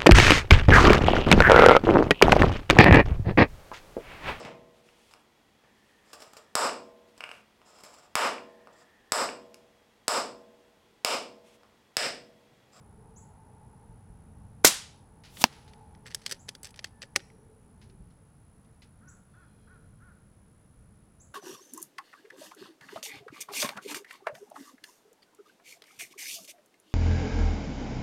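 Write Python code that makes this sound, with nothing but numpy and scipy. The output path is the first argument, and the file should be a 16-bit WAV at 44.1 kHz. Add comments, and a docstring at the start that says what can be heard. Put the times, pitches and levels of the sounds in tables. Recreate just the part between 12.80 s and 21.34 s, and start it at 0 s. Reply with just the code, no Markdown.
"""At the edge of a wood, a pre-charged air rifle on a wooden table fires one shot: a jet of noise and modes.
The pellet, noise rising as the inverse of distance, hisses up to a microphone by the far target and smacks in.
The side lever is cycled: noise cracks and ringing steel, and a faint gliding squeak between the clicks.
Small birds chip in rising tones, a thin bird mews and a crow caws far off in resonated harmonics. Far cracks and
soft thuds are heard. A road hums in filtered noise, and the electronics whine in a swooping tone."""
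import sys
import numpy as np
from scipy import signal
from scipy.fft import rfft, irfft, next_fast_len
from scipy.io import wavfile

SR = 44100
rng = np.random.default_rng(int(sys.argv[2]) if len(sys.argv) > 2 else 0)


def bounce(signal):
    """Save signal as a 16-bit WAV file at the path given by the first command-line argument."""
    frames = np.transpose(np.atleast_2d(signal))
    limited = np.clip(frames, -1, 1)
    pcm = np.round(limited * 32767).astype(np.int16)
    wavfile.write(sys.argv[1], SR, pcm)


N = 376613
T = np.arange(N) / SR
TOP_HZ = 16000

# Spectrum of low outdoor air noise. Each row: frequency in Hz, relative level in dB.
AIR_COLOUR = [(12, -38), (20, -10.5), (69, -2.5), (124, -4.5), (293, -16), (377, -20), (407, -26.5),
              (439, -16), (474, -20.5), (827, -25.5), (988, -26.5), (1440, -28), (1560, -30.5),
              (3170, -42.5), (8500, -64), (11000, -74.5), (18700, -120)]
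# Weightings of that spectrum for road rumble and for still air. Each row: frequency in Hz, gain in dB.
RUMBLE_WEIGHTING = [(60, -1.5), (140, 1), (220, 2.5), (420, -16), (1200, -41)]
STILL_AIR_WEIGHTING = [(120, -26.5), (300, -2.5)]
# Spectrum of the steady high hiss. Each row: frequency in Hz, relative level in dB.
HISS_COLOUR = [(3000, -2.5), (7000, -1.5), (9200, 0), (11000, -5.5), (13000, -7), (16000, -14)]
# Surges of the rumble. Each row: middle in seconds, half length in seconds, rise in dB.
RUMBLE_SURGES = [(1.6, .17, 5), (3.1, .2, 2), (5.12, .22, 3.5), (6.28, .1, 3), (7.1, .35, 3),
                 (8.05, .15, 2.5)]
# Spectrum of the roar of tyres. Each row: frequency in Hz, relative level in dB.
ROAR_COLOUR = [(100, -15), (220, 3), (330, -8), (600, -5), (900, -9), (1300, -11), (2000, -19), (3200, -33),
               (7000, -42), (16000, -70)]
# Tyres singing up. Each row: middle in seconds, half length in seconds, pitch in Hz, level in dB.
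TYRE_SWELLS = [(.25, .17, 435, -65), (.85, .3, 435, -68), (.65, .48, 865, -64.5), (3.0, .25, 850, -62.5),
               (3.05, .4, 435, -68), (4.67, .2, 435, -64), (5.1, .17, 385, -69), (6.95, .22, 440, -71)]
# Chips of a small bird. Each row: start in seconds, relative level in dB, start pitch in Hz, top pitch in Hz.
BIRD_CHIPS = [(0.36, -52.5, 5900, 7950), (3.590, -56.5, 5870, 8000), (6.278, -54, 5530, 8220),
              (8.399, -54.5, 5900, 7960)]
# Soft low thuds. Each row: start in seconds, relative level in dB.
THUDS = [(1.092, -40), (1.297, -43), (5.2, -45.5), (7.975, -48)]
# Modes of one thud. Each row: frequency in Hz, relative level in dB, 60 dB decay time in seconds.
THUD_MODES = [(48, -0.5, 0.24), (125, -6, .12), (186, -2, 0.082)]
# Spectrum of the air jet. Each row: frequency in Hz, relative level in dB.
JET_COLOUR = [(59, -47), (100, -17), (302, -6.5), (481, -12), (595, -6), (991, -12.5), (1250, -5.5),
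              (1650, -8.5), (2040, -4), (3190, -9.5), (3470, -6), (6290, -0.5), (14400, -12),
              (16000, -18.5)]
# Spectrum of the wood's answer to the shot. Each row: frequency in Hz, relative level in dB.
WOOD_COLOUR = [(60, -30), (200, -4), (380, -11), (550, -8.5), (1300, -8), (1700, -7), (5000, -4.5),
               (9000, -4), (12500, -11), (16000, -17)]
# Decay of scatter from the trees. Each row: frequency in Hz, 60 dB decay time in seconds.
WOOD_T60 = [(150, 0.19), (1000, .38), (3000, .44), (6000, .4), (10000, .31), (15000, 0.2)]
# The muzzle's pressure pulse. Each row: frequency in Hz, relative level in dB, 60 dB decay time in seconds.
MUZZLE_MODES = [(433, -2.5, .022), (740, -6.5, 0.019), (1485, -3, 0.013), (264, -11, 0.033),
                (130, -32, .08)]
# Barrel, air bottle and action. Each row: frequency in Hz, relative level in dB, 60 dB decay time in seconds.
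STEEL_MODES = [(1512, -6, .2), (1940, -7, .25), (2170, -5, .25), (2900, -3, 0.15), (3300, -4, .25),
               (3637, 2.5, 0.19), (4160, -5.5, 0.18), (4950, -3.5, .24), (4870, -2.5, .3),
               (5540, 0.5, 0.18), (5736, -7, 0.35), (6073, -4, .4), (6467, 3.5, 0.17), (6940, -3.5, .2),
               (6960, -2, .22), (7557, -4.5, .3), (7741, -14, .7), (8043, -7, .32), (8897, -1, .18),
               (9100, 4.5, 0.091), (10400, -2.5, .09)]
# Far cracks back through the trees. Each row: start in seconds, level in dB, 60 dB decay time in seconds.
FAR_CRACKS = [(2.437, -54, 0.13), (2.449, -54.5, 0.38), (2.5705, -43, 0.045), (2.726, -56.5, 0.35),
              (2.878, -58.5, 0.14), (5.015, -60.5, 0.22), (5.098, -63, 0.06), (5.305, -70, .1),
              (5.848, -69, .06), (6.02, -56, 0.15)]
# Spectrum of those cracks. Each row: frequency in Hz, relative level in dB.
FAR_COLOUR = [(300, -8.5), (1200, -5), (2200, -0.5), (5000, -2.5), (8000, -14.5), (10000, -17), (15000, -29)]
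# Spectrum of the pellet's hiss. Each row: frequency in Hz, relative level in dB.
PELLET_COLOUR = [(120, -28.5), (200, 1.5), (482, -10.5), (671, -6), (1770, -15), (3310, -5.5), (5040, -9),
                 (8740, -8.5), (13100, -10.5), (16000, -16.5)]
# Modes of the target board. Each row: frequency in Hz, relative level in dB, 60 dB decay time in seconds.
BOARD_MODES = [(650, -5, 0.0084), (980, -2, .009), (1587, -7, 0.0095), (2400, -1, .005), (2850, -2.5, .007),
               (3540, -10, .006), (4594, -2.5, .006), (6040, -7, .006)]
# Spectra of the board shaking in its frame and of the wood's answer. Each row: frequency in Hz, level in dB.
SHAKE_COLOUR = [(60, -12), (220, 5), (400, -4), (700, 2), (1500, -7.5), (4500, -6), (9000, -17), (16000, -25)]
HIT_WOOD_COLOUR = [(200, -4), (1000, 0.5), (2500, -1.5), (5000, -4.5), (9000, -13.5), (15000, -28)]
# Contacts of trigger, lever, magazine and latch. 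Each row: start in seconds, relative level in dB, hard treble
# in dB, hollow middle in dB, relative level of the knock on the stock in dB, count of contacts.
STEEL_CONTACTS = [(2.934, -51.5, -3.5, 6, -22, 1), (3.149, -57, -11, 3, -25, 1),
                  (3.259, -42.5, -8, 24, -14, 1), (3.265, -42, 1, 7, -15, 3), (3.306, -46, -3, 5, -20, 3),
                  (3.3462, -25, 12, -6, -33, 1), (3.462, -25, -1, -7, -30, 1),
                  (3.477, -46, 3.5, -1, -17, 1), (3.494, -41, 7, 0, -21, 2), (3.5118, -29, 7, -2, -25, 2),
                  (3.5226, -28, 6, -5.5, -16, 1), (3.6846, -44, 1, 2, -12, 1),
                  (3.689, -31.5, 2, -4, -21, 1), (3.7505, -41, .5, -3.5, -12, 1),
                  (3.8312, -39.5, 18, -3, -15, 1), (3.845, -39, 4, -8, -18, 2),
                  (3.8703, -45.5, 12, -2, -30, 1), (3.8904, -52, 1.5, -3, -17, 1),
                  (3.906, -51.5, 11.5, -2, -16, 1), (3.942, -50, -14.5, 3, -20, 1),
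                  (3.960, -51, 6, -1, -18, 1), (3.991, -36.5, -12, -2.5, -22, 1),
                  (4.043, -28.5, -2.5, 4, -42, 1), (4.219, -36.5, -5, -2, -22, 2),
                  (4.2332, -41, -7.5, 13, -6, 1), (4.3558, -39, 3, 8, -26, 1), (4.3602, -15, 2, 3, -19, 1),
                  (4.394, -48, -17, 6, -11, 2), (4.501, -59, -14.5, 17, -15, 1)]
# Spectrum common to clicks and rubbing. Each row: frequency in Hz, relative level in dB.
CLICK_COLOUR = [(180, -37), (300, -19.5), (519, -9), (994, -17.5), (1870, -1), (2650, -7.5), (3030, -4),
                (4090, -7), (4520, -2), (6300, -7), (6850, -15.5), (7950, -9), (9090, -16), (10000, -17),
                (16000, -35)]
# Modes of the stock. Each row: frequency in Hz, relative level in dB, 60 dB decay time in seconds.
STOCK_MODES = [(390, -6.5, 0.1), (556, -2, 0.066), (265, -7, 0.067)]
# The breech as it locks. Each row: frequency in Hz, relative level in dB, 60 dB decay time in seconds.
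BREECH_MODES = [(340, -15, .15), (800, -6.5, .07), (1184, -2.5, 0.022), (1490, 5, .025), (1840, 8, 0.0224),
                (2130, -4, .028), (5000, -29, 0.2026), (5736, -35, 0.65), (9496, -13, 0.061),
                (10400, -9, .045)]
# Strokes of bolt and magazine. Each row: start in seconds, hold in seconds, relative level in dB.
STROKES = [(3.25, .19, -63), (3.45, .085, -55), (3.675, .006, -55), (3.835, .025, -53), (3.965, .02, -58),
           (4.02, .05, -62), (4.21, .025, -59)]
# Caws of a crow. Each row: start in seconds, relative level in dB.
CROW_CAWS = [(6.21, -61.5), (6.537, -61.5), (6.868, -62), (7.198, -61)]

# Road: starting rumble level and its ebb; the drones and roar hold, then recede.
RUMBLE_START_DB, RUMBLE_EBB_DB_PER_S = -54.3, .62
DRONE_DB, LOW_DRONE_DB, ROAR_DB = -68.5, -72, -69
RECEDE_S, RECEDE_DB_PER_S = 3.7, 5.5
TYRE_WIDTH_SHARE = .17  # bandwidth over pitch
# Air leaving the muzzle: a leak as the valve opens, the main blast, then the moderator empties.
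SHOT_S, LEAK_S, LEAK_DB = 1.8462, .0075, -25
BLAST_DB, BLAST_ATTACK_S, BLAST_HOLD_S, BLAST_T60_S = -7.3, .0015, .0052, .016
MODERATOR_DB, MODERATOR_HOLD_S, MODERATOR_T60_S = -16, .029, .066
# The pellet passes the microphone just before it lands; its hiss carries over the last metres only.
PASS_S, HIT_S, PELLET_M_PER_S, MISS_M = 2.618, 2.6403, 162, .7
HISS_DB, HISS_RANGE_M = -32.5, 18
# A loose part meets again after a short gap, a little weaker each time.
CHATTER_GAP_S, CHATTER_STEP_DB, CLICK_T60_S = .0078, -1.5, .02
LATCH_S = 4.361
STROKE_ATTACK_S, STROKE_T60_S = .01, .1
# The mew starts sharp, and its pitch sags and settles.
MEW_S, MEW_DB, MEW_ATTACK_S, MEW_HOLD_S, MEW_T60_S = 6.46, -82.5, .04, .35, 1.1
MEW_SETTLED_HZ, MEW_SAG_HZ, MEW_SAG_S = 812, 125, .08


def amp(db):
    """Convert decibels to amplitude gain."""
    return 10 ** (np.asarray(db) / 20)


def unit(x):
    """Normalise the mean power: scale to rms 1."""
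    return x / np.sqrt(np.mean(x ** 2))


def fade(t, t60):
    """Exponential decay: 60 dB in t60 seconds."""
    return amp(-60 * t / np.maximum(t60, 1e-3))


def span(seconds):
    """Time axis of a short event."""
    return T[:int(seconds * SR)]


def add(out, s, x):
    """Superpose x on out from s seconds on."""
    i = int(s * SR)
    out[i:i + len(x)] += x[:len(out) - i]


def at_hz(points, hz):
    """Interpolate (Hz, value) points on a logarithmic frequency axis."""
    f, v = np.transpose(points)
    return np.interp(np.log(hz + 1), np.log(f), v)


def noise(gain, size):
    """Filtered white noise: rms 1, with the spectrum gain(Hz)."""
    n = next_fast_len(size)
    spectrum = rfft(rng.standard_normal(n)) * gain(np.fft.rfftfreq(n, 1 / SR))
    return unit(irfft(spectrum, n)[:size])


def coloured(points, size):
    """Noise of rms 1 with a spectrum through (Hz, dB) points."""
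    return noise(lambda f: amp(at_hz(points, f)), size)


def peak(f, hz, width_hz):
    """Resonance: gain 1 at hz, falling on either side."""
    return 1 / (1 + (2 * (f - hz) / width_hz) ** 2)


def ring(modes, t, scatter_db=0):
    """Modal superposition: decaying sines of alternate sign, their strengths scattered from blow to blow."""
    luck = amp(scatter_db * rng.standard_normal(len(modes)))
    out = np.zeros(len(t))
    for k, (hz, db, t60) in enumerate(modes):
        out += (-1) ** k * luck[k] * amp(db) * np.sin(2 * np.pi * hz * t) * fade(t, t60)
    return out


def trees(x, t60, delay_s):
    """Diffuse scattering: trunks and leaves convolve a sound with a decaying noise tail of unit energy."""
    t = span(.8)
    tail = rng.standard_normal(len(t)) * fade(t, t60) * (1 - np.exp(-t / delay_s))
    return signal.fftconvolve(x, tail / np.linalg.norm(tail))[:N]


def held(start_s, attack_s, hold_s, t60):
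    """Envelope: linear rise, steady hold and exponential decay."""
    t = T - start_s
    return np.clip(t / attack_s, 0, 1) * fade(np.maximum(t - attack_s - hold_s, 0), t60)


def bump(middle_s, half_s):
    """Gaussian rise and fall around one moment."""
    return np.exp(-((T - middle_s) / half_s) ** 2)


def tyres():
    """Broadband roar and two resonant drones of distant tyres recede; narrow bands sing up now and then."""
    out = amp(ROAR_DB) * coloured(ROAR_COLOUR, N)
    out += amp(DRONE_DB) * noise(lambda f: peak(f, 860, 200), N)
    out += amp(LOW_DRONE_DB) * noise(lambda f: peak(f, 435, 80), N)
    out *= amp(-RECEDE_DB_PER_S * np.maximum(T - RECEDE_S, 0))
    for s, half_s, hz, db in TYRE_SWELLS:
        out += amp(db) * bump(s, half_s) * noise(lambda f: peak(f, hz, TYRE_WIDTH_SHARE * hz), N)
    return out


def background(air_db=-67.8, hiss_db=-78.2):
    """Stationary noise of still air and hiss underlies distant tyres and a rumble whose level surges and ebbs."""
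    surge_db = sum(db * bump(s, half_s) for s, half_s, db in RUMBLE_SURGES)
    rumble = noise(lambda f: amp(at_hz(AIR_COLOUR, f) + at_hz(RUMBLE_WEIGHTING, f)), N)
    out = amp(RUMBLE_START_DB - RUMBLE_EBB_DB_PER_S * T + surge_db) * rumble
    out += amp(air_db) * noise(lambda f: amp(at_hz(AIR_COLOUR, f) + at_hz(STILL_AIR_WEIGHTING, f)), N)
    return out + tyres() + amp(hiss_db) * coloured(HISS_COLOUR, N)


def whine(sweep_db=-67.5, steady_db=-80, supply_hz=61.025):
    """Frequency modulation: an electronic whistle swoops once per supply cycle, over a steady narrow band."""
    u = np.minimum((T * supply_hz + .5) % 1 / .7, 1)  # the sweep fills 70 % of a cycle, then is silent
    hz = np.interp(u, [0, .2, .45, .65, 1], [9700, 10000, 10300, 10100, 9050])
    jitter_hz = 25 * noise(lambda f: peak(f, 9, 74), N)
    phase = 2 * np.pi * np.cumsum(hz + jitter_hz) / SR
    sweep = np.sqrt(np.abs(np.sin(np.pi * u))) * np.sin(phase)
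    return amp(sweep_db) * sweep + amp(steady_db) * noise(lambda f: peak(f, 9900, 700), N)


def chips(length_s=0.028, wood_db=0, overtone_db=-27):
    """Frequency glides: quick rising whistles with a weak second harmonic, prolonged by scattering in the trees."""
    out, t = np.zeros(N), span(length_s)
    u = t / length_s
    for s, db, start_hz, top_hz in BIRD_CHIPS:
        waver_hz = 170 * noise(lambda f: peak(f, 300, 500), len(t))
        hz = start_hz + (top_hz - start_hz) * np.sin(1.3 * u) + waver_hz
        phase = 2 * np.pi * np.cumsum(hz) / SR
        tone = np.sin(phase) + amp(overtone_db) * np.sin(2 * phase)
        add(out, s, amp(db) * np.sqrt(np.sin(np.pi * u)) * tone)
    return amp(-1.5) * out + amp(wood_db) * trees(out, t60=0.34, delay_s=0.0036)


def thuds():
    """Low damped modes: dull bumps with a softened onset."""
    out, t = np.zeros(N), span(.3)
    for s, db in THUDS:
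        add(out, s, amp(db) * ring(THUD_MODES, t, scatter_db=2) * (1 - np.exp(-t / .004)))
    return out


def jet():
    """Power addition: the strength of escaping air from leak, blast and moderator."""
    leak = amp(LEAK_DB) * held(SHOT_S - LEAK_S, LEAK_S, 0, BLAST_T60_S) ** 2
    blast = amp(BLAST_DB) * held(SHOT_S, BLAST_ATTACK_S, BLAST_HOLD_S, BLAST_T60_S)
    moderator = amp(MODERATOR_DB) * held(SHOT_S, BLAST_ATTACK_S, MODERATOR_HOLD_S, MODERATOR_T60_S)
    return np.sqrt(leak ** 2 + blast ** 2 + moderator ** 2)


def shot(thump_db=-2, steel_db=-41, wood_db=-19.0):
    """Jet noise and a pressure pulse with ringing steel; the wood answers with frequency-dependent decay."""
    out = jet() * coloured(JET_COLOUR, N)
    t = span(.7)
    scatter = rfft(coloured(WOOD_COLOUR, len(t)))
    hz = np.fft.rfftfreq(len(t), 1 / SR)
    band = np.round(np.log(hz + 100) / .2)
    wood = np.zeros(len(t))
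    for b in np.unique(band):  # each band decays at its own rate
        t60 = at_hz(WOOD_T60, hz[band == b].mean())
        wood += irfft(scatter * (band == b), len(t)) * fade(t, t60)
    add(out, SHOT_S, amp(wood_db) * wood * (1 - np.exp(-t / 0.015)))
    add(out, SHOT_S, amp(steel_db) * ring(STEEL_MODES, t) - amp(thump_db) * ring(MUZZLE_MODES, t))
    return out


def far_cracks():
    """Distant propagation: sharp sounds dulled in spectrum and smeared into decaying noise."""
    out, t = np.zeros(N), span(.5)
    for s, db, t60 in FAR_CRACKS:
        add(out, s, amp(db) * coloured(FAR_COLOUR, len(t)) * fade(t, t60))
    return out


def flight():
    """Inverse-distance law: strength of the pellet's hiss, limited in range and ended by the hit."""
    metres = np.hypot(PELLET_M_PER_S * (T - PASS_S), MISS_M)
    in_range = np.exp(-(metres / HISS_RANGE_M) ** 4)
    return amp(HISS_DB) * MISS_M / metres * in_range * (T < HIT_S)


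def pellet(hit_db=1, crack_db=-11, crack_t60=.006, flex_hz=235, flex_db=-11.5, flex_t60=.028,
           shake_db=-28, shake_t60=.08, wood_db=-54, wood_t60=1.0):
    """Impact excitation: after its hiss the pellet rings the board, which shakes on; the wood answers dully."""
    t = span(.6)
    crack = amp(crack_db) * rng.standard_normal(len(t)) * fade(t, crack_t60)
    smack = ring(BOARD_MODES, t) + ring([(flex_hz, flex_db, flex_t60)], t) + crack
    # a small board radiates no deep bass
    smack = signal.sosfilt(signal.butter(2, 170, "high", fs=SR, output="sos"), smack)
    shake = coloured(SHAKE_COLOUR, len(t)) * fade(t, shake_t60)
    wood = coloured(HIT_WOOD_COLOUR, len(t)) * fade(t, wood_t60)
    out = flight() * coloured(PELLET_COLOUR, N)
    add(out, HIT_S, amp(hit_db) * smack + amp(shake_db) * shake + amp(wood_db) * wood)
    add(out, HIT_S + .0023, amp(-15) * smack)  # reflection off the ground
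    return out


def flyby(width_s=.006, near_hz=11500, away_hz=3200, db=-35):
    """Falling pitch of a passing source: a fluttering zip glides down as the pellet passes the microphone."""
    u = (T - PASS_S) / width_s
    hz = away_hz + (near_hz - away_hz) * (1 - np.tanh(u)) / 2
    flutter = noise(lambda f: peak(f, 0, 3000), N)
    return amp(db) * np.exp(-(u / 1.3) ** 2) * flutter * np.sin(2 * np.pi * np.cumsum(hz) / SR)


def lever(breech_db=-30, steel_db=-38, steel_t60=.1, wood_db=-31):
    """Contact excitation: meeting steel cracks, rings and knocks the stock; the breech locks; trees scatter."""
    out, t = np.zeros(N), span(.15)
    for s, db, treble_db, middle_db, knock_db, count in STEEL_CONTACTS:
        contact = [(900, 0), (1800, middle_db), (4000, 0), (10000, treble_db)]
        for k in range(round(count)):
            crack = noise(lambda f: amp(at_hz(CLICK_COLOUR, f) + at_hz(contact, f)), len(t))
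            crack *= fade(np.maximum(t - .0015, 0), CLICK_T60_S) * np.minimum(t / 0.00058, 1)
            # the hand damps the action
            steel = amp(steel_db) * ring(STEEL_MODES, t, scatter_db=4) * fade(t, steel_t60)
            knock = amp(knock_db) * ring(STOCK_MODES, t)
            add(out, s + k * CHATTER_GAP_S, amp(db + k * CHATTER_STEP_DB) * (crack + steel + knock))
    wood = amp(wood_db) * trees(out, t60=.45, delay_s=.012)
    add(out, LATCH_S, amp(breech_db) * ring(BREECH_MODES, span(.5)))
    return out + wood


def sliding(grain_db=5.0, ticks_per_s=30, tick_db=6, tick_t60=.022):
    """Dry friction: steel rubs in uneven grains during each stroke and catches at random in faint ticks."""
    rubbing = sum(amp(db) * held(s, STROKE_ATTACK_S, hold_s, STROKE_T60_S) for s, hold_s, db in STROKES)
    grains = unit(amp(grain_db * noise(lambda f: peak(f, 0, 490), N)))
    catches = rng.random(N) < ticks_per_s / SR
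    ticks = signal.fftconvolve(catches, fade(span(.05), tick_t60))[:N]
    return rubbing * (grains + amp(tick_db) * ticks) * coloured(CLICK_COLOUR, N) * amp(-2)


def squeak(hz=1770, fall_hz=70, db=-70, waver_hz=20):
    """Nearly pure tone: one faint, whistling squeak sinks slightly, wavers and fades slowly."""
    out, t = np.zeros(N), span(.24)
    u = t / t[-1]
    pitch = hz - fall_hz * u + waver_hz * noise(lambda f: peak(f, 0, 200), len(t))
    tone = np.sin(2 * np.pi * np.cumsum(pitch) / SR)
    add(out, 4.105, amp(db) * np.sin(np.pi * u ** .7) * tone)
    return out


def throat(hz, formant_hz, width_hz, rough):
    """Source and filter: harmonics 2 to 7 of a shaky pitch pass through one resonance."""
    shake = noise(lambda f: peak(f, 59, 180), len(hz))
    phase = 2 * np.pi * np.cumsum(hz * (1 + rough * shake)) / SR
    return unit(sum(peak(k * hz, formant_hz, width_hz) * np.sin(k * phase) for k in range(2, 8)))


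def callers(caw_s=.135, low_hz=265, high_hz=372, formant_hz=1440, width_hz=390, flutter_db=2.5, caw_echo_db=-6):
    """Formant calls: four arched, hoarse caws and one long mew waver over the distance, mixed with echoes."""
    mew_hz = MEW_SETTLED_HZ + MEW_SAG_HZ * np.exp(-np.maximum(T - MEW_S, 0) / MEW_SAG_S)
    mew = throat(mew_hz, formant_hz=3450, width_hz=2700, rough=.022)
    mew *= amp(MEW_DB) * held(MEW_S, MEW_ATTACK_S, MEW_HOLD_S, MEW_T60_S)
    caws = np.zeros(N)
    arch = np.sin(np.pi * (span(caw_s) / caw_s) ** .85)  # a quick rise and a longer droop
    for s, db in CROW_CAWS:
        caw = throat(low_hz + (high_hz - low_hz) * arch, formant_hz, width_hz, rough=.014)
        add(caws, s, amp(db) * np.sqrt(arch) * caw)
    flutter = unit(amp(flutter_db * noise(lambda f: peak(f, 0, 51), N)))
    echo = trees(amp(caw_echo_db) * caws + mew, t60=.65, delay_s=.02)
    return flutter * (caws + mew / 2) + echo


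def scene():
    """Linear superposition of the rifle, its pellet and the wood around them."""
    gun = shot() + pellet() + flyby() + lever() + sliding()
    birds = chips() + callers()
    return (gun + squeak() + birds + far_cracks() + thuds() + background() + whine())[None]


def record(dry):
    """Overload and band limit: peaks beyond full scale are clipped, then a steep low-pass cuts the top."""
    low_pass = signal.ellip(10, .1, 70, TOP_HZ, fs=SR, output="sos")
    return signal.sosfilt(low_pass, np.clip(dry, -1, 1))


dry = scene()
out = record(dry)
bounce(out)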